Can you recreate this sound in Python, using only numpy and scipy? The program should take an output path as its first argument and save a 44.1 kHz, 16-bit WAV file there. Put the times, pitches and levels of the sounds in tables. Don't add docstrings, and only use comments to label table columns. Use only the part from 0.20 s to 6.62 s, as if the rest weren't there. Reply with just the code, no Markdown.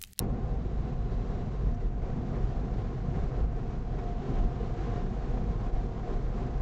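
import sys
import numpy as np
from scipy import signal
from scipy.fft import rfft, irfft
from scipy.io import wavfile

SR = 44100
rng = np.random.default_rng(int(sys.argv[2]) if len(sys.argv) > 2 else 0)


def digitize_waveform(pressure):
    field = np.atleast_2d(pressure).T
    bounded = np.clip(field, -1, 1)
    quanta = np.round(bounded * 32767).astype(np.int16)
    wavfile.write(sys.argv[1], SR, quanta)


N = 282924
TIME_S = np.arange(N) / SR
BINS_HZ = np.maximum(np.arange(N // 2 + 1) * SR / N, 1e-3)


def undb(db):
    return 10 ** (np.asarray(db) / 20)


def unit(x):
    return x / np.sqrt(np.mean(x ** 2))


def curve(points):
    return np.interp(TIME_S, *np.transpose(points))


def swell(middle_s, length_s):
    return np.cos(np.pi * np.clip((TIME_S - middle_s) / length_s, -.5, .5)) ** 2


def gust(middle_s, length_s, max_edge_s=0.11):
    edge_s = min(max_edge_s, length_s / 2)
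    return np.clip((length_s / 2 - np.abs(TIME_S - middle_s)) / edge_s + .5, 0, 1)


def noise(response):
    return irfft(rfft(rng.standard_normal(N)) * response, N)


def turbulence(spectrum):
    hz, db = np.transpose(spectrum)
    response = undb(np.interp(np.log(BINS_HZ), np.log(hz), db))
    low_cut = np.minimum(BINS_HZ / hz[0], 1) ** 2
    return unit(noise(response * low_cut))


def resonance(hz, width_hz):
    return (1 + 1j * (BINS_HZ ** 2 - hz ** 2) / (BINS_HZ * width_hz)) ** -2


def band(hz, width_hz):
    return unit(noise(resonance(hz, width_hz)))


def ring(modes):
    return unit(sum(undb(db) * noise(resonance(hz, width_hz)) for hz, width_hz, db in modes))


def walk(rate_hz):
    return unit(noise(np.exp(-(BINS_HZ / rate_hz) ** 2)))


def steady(x, window_s):
    window = signal.windows.hann(int(window_s * SR))
    power = signal.fftconvolve(x ** 2, window, "same") / signal.fftconvolve(np.ones(N), window, "same")
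    return x / np.sqrt(power)


# (frequency [Hz], width [Hz], relative level [dB])
GLASS_DUCT_MODES = [(382, 162, 3.5), (481.7, 76, -3.5), (637, 160, -6.5), (737.3, 117, -3), (1044, 85, -12)]

def roar(eddy_db=1.5, eddy_hz=7):
    modes = sum(undb(db + eddy_db * walk(eddy_hz)) * band(hz, width_hz)
                for hz, width_hz, db in GLASS_DUCT_MODES)
    return steady(modes, window_s=0.3)


# (frequency [Hz], relative density [dB])
RUSH_SPECTRUM = [(400, -0.5), (650, -0.5), (880, 0.5), (1150, 1.5), (1600, -3.5), (2100, -8.5), (2800, -16),
                 (4000, -35), (6000, -40.5)]

def rush():
    return turbulence(RUSH_SPECTRUM)


# (frequency [Hz], relative density [dB])
SEAL_SPECTRUM = [(1200, -8.5), (2200, 0), (3000, 1.5), (4000, 0.5), (5000, -3.5), (6000, -4.5),
                 (7000, -7.5), (7700, -12.5), (8500, -31)]
# (middle [s], length [s], frequency [Hz], width [Hz], level re hiss [dB])
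EDGE_WHISTLES = [(0.9, 0.97, 3940, 300, -11), (4.35, 1.0, 2850, 1120, -7)]

def hiss():
    whistles = sum(undb(db) * gust(middle_s, length_s) * band(hz, width_hz)
                   for middle_s, length_s, hz, width_hz, db in EDGE_WHISTLES)
    return turbulence(SEAL_SPECTRUM) + whistles


# (time [s], level [dB])
STREAM_LEVEL = [(0, -56), (.45, -56.5), (1.0, -55.5), (1.6, -55.5), (1.95, -53.5), (3.1, -55),
                (3.55, -53.5), (3.85, -54.5), (4.5, -53.5), (5.1, -53), (6.42, -54.5)]
# (middle [s], length [s], rush [dB], roar [dB], hiss [dB])
JET_GUSTS = [(0.007, 0.09, 5.5, 1.5, 4.5), (0.67, 0.12, 2, 2.5, 2), (1.073, 0.34, 1.3, 2, 1.6),
             (1.566, 0.065, -1.7, -5, -3.5), (1.75, 0.16, -1.8, -2, -3.5), (1.934, 0.2, 0, 0.3, -1.2),
             (2.164, 0.1, 1.5, 2.5, -0.5), (2.45, 0.11, 1, 1.5, 0), (2.98, 0.11, 3.5, 3.5, 1.5),
             (3.17, 0.13, 3, 3, 1), (3.337, 0.18, -2, -2, -3.5), (3.468, 0.059, -1.6, -2.5, -1.5),
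             (3.65, 0.16, -2.5, -3.5, -2.5), (3.797, 0.017, 6, 4, 2.5), (4.138, 0.16, 3.5, 5.5, 3),
             (4.434, 0.11, 1.7, 2.5, 1), (4.69, 0.25, 4, 3, 3.1), (5.176, 0.018, 3, 2.5, -0.5),
             (5.517, 0.02, -5.5, -6, -6), (5.696, 0.096, -1.5, -2, -1), (5.903, 0.084, 2.5, 4.5, 2.5),
             (6.194, 0.084, 2.5, 2.5, 1)]

def jets(roar_db=9.5, hiss_db=-10.5, spread_s=0.21, wander_db=0.63, flutter_db=0.68):
    stream_db = curve(STREAM_LEVEL)
    gust_rush_db, gust_roar_db, gust_hiss_db = sum(
        np.outer(changes_db, gust(middle_s, length_s)) for middle_s, length_s, *changes_db in JET_GUSTS)
    early = np.exp(-TIME_S / spread_s)
    air = rush() * undb(gust_rush_db)
    air += roar() * undb(roar_db + 6.5 * early + gust_roar_db)
    air += hiss() * undb(hiss_db - 4 * early + gust_hiss_db)
    flicker_db = wander_db * walk(rate_hz=8) + flutter_db * walk(rate_hz=50)
    drive_db = stream_db + 6 * early + .45 * gust_roar_db
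    return air * undb(stream_db + flicker_db), drive_db


# (frequency [Hz], width [Hz], relative level [dB])
BOOM_MODES = [(31.5, 17.8, 2), (47.8, 14.8, 3)]
# (frequency [Hz], width [Hz], relative level [dB])
DRUM_MODES = [(75, 40, -4.5), (104.1, 31.3, -0.5), (131.6, 33.3, 1.5), (174.2, 73, -5.5), (231.8, 64.7, -6)]
# (middle [s], length [s], boom [dB], drum [dB])
BODY_BUFFETS = [(.56, 0.26, 4, 0.5), (0.977, 0.35, 3, -1.5), (1.303, 0.057, -7, -1), (1.47, 0.12, 5, -1),
                (1.675, 0.15, 5.5, -3), (2.005, 0.51, -3, 1), (2.242, 0.023, 10, 8),
                (2.482, 0.097, -7, 1.5), (2.902, 0.31, -2.5, 2.5), (3.024, 0.074, 9, 1),
                (3.11, 0.075, -11, 1.5), (3.238, 0.13, 9, 0.5), (3.42, 0.44, 0, -1.5),
                (4.041, 0.13, -15, -4.5), (4.119, 0.11, 3, 2), (4.226, 0.22, 6, 1), (4.35, 0.14, -3, 0.5),
                (4.73, 0.35, 1.5, 4), (5.014, 0.078, 3, -7), (5.303, 0.049, 6, -1), (5.513, 0.059, -16, -8),
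                (5.543, 0.069, 10.5, -3), (5.652, 0.062, 1.5, 4), (5.967, 0.057, 9, 1),
                (6.072, 0.075, 9.5, -1.5), (6.247, 0.1, 3.5, 5.5), (6.406, 0.15, 6, -4)]

def body(drive_db, eddy_hz=6, split_hz=161, fade_db_per_s=0.43):
    boom_db = -32.5 + 1.5 * walk(eddy_hz)
    drum_db = 1.16 * walk(eddy_hz)
    for middle_s, length_s, boom_change_db, drum_change_db in BODY_BUFFETS:
        push = swell(middle_s, length_s)
        boom_db += boom_change_db * push
        drum_db += drum_change_db * push
    boom = steady(ring(BOOM_MODES), window_s=0.24) * undb(boom_db)
    panels = steady(ring(DRUM_MODES), window_s=0.35) * undb(drum_db)
    large_panels = irfft(rfft(panels) / (1 + (BINS_HZ / split_hz) ** 10), N)
    small_panels = panels - large_panels
    drum = large_panels * undb(-35.5 - fade_db_per_s * TIME_S)
    drum += small_panels * undb(17 + drive_db)
    sway = band(hz=5.6, width_hz=11) * undb(-51)
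    return boom + drum + sway


BLADE_ORDERS = [8, 11, 12, 16, 24]
BLADE_LEVELS = [-55.5, -66, -51, -66, -77.5]
# (time [s], gain [dB])
FAN_NEARNESS = [(0, -0.5), (.5, -12), (.85, -4.5), (1.2, -10), (1.5, -6), (2.5, -8), (3.3, -3), (3.8, 1),
                (4.15, .5), (4.45, -3.5), (4.7, 2), (5.0, -5), (5.6, 1), (6.42, -7)]

def fans(shaft_hz=58.8, drift=0.004, waver_db=4.0):
    hum = 0
    for order, db in zip(BLADE_ORDERS, BLADE_LEVELS):
        hz = order * shaft_hz
        phase = 2 * np.pi * np.cumsum(hz * (1 + drift * walk(rate_hz=11.3))) / SR
        direct = unit(np.sin(phase) * undb(waver_db * walk(rate_hz=12)))
        halo = band(hz, width_hz=30)
        hum += undb(db) * unit(direct + halo)
    return hum * undb(curve(FAN_NEARNESS))


# (time [s], peak [dB])
ROOF_THUMPS = [(1.436, -24), (1.469, -25), (1.985, -26), (2.885, -22.5), (2.97, -25.5), (3.04, -23),
               (4.103, -28), (5.307, -24)]

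def thumps(push_s=0.0053):
    response = sum(undb(db) * resonance(hz, width_hz) ** .5 for hz, width_hz, db in DRUM_MODES)
    knocks = 0
    for at_s, peak_db in ROOF_THUMPS:
        knock = irfft(rfft(swell(at_s, push_s)) * response, N)
        knocks += undb(peak_db) * knock / np.max(np.abs(knock))
    return knocks


def spit():
    return band(hz=5960, width_hz=1500) * swell(middle_s=1.548, length_s=.035) * undb(-69.5)


def scene():
    air, drive_db = jets()
    return (air + body(drive_db) + fans() + thumps() + spit())[None]


def record(dry, top_hz=8500, ease_s=.003):
    ease = np.clip(np.minimum(TIME_S, TIME_S[-1] - TIME_S) / ease_s, 0, 1)
    low_pass = signal.ellip(10, .2, 80, top_hz, fs=SR, output="sos")
    return signal.sosfilt(low_pass, dry * ease)


dry = scene()
out = record(dry)
digitize_waveform(out)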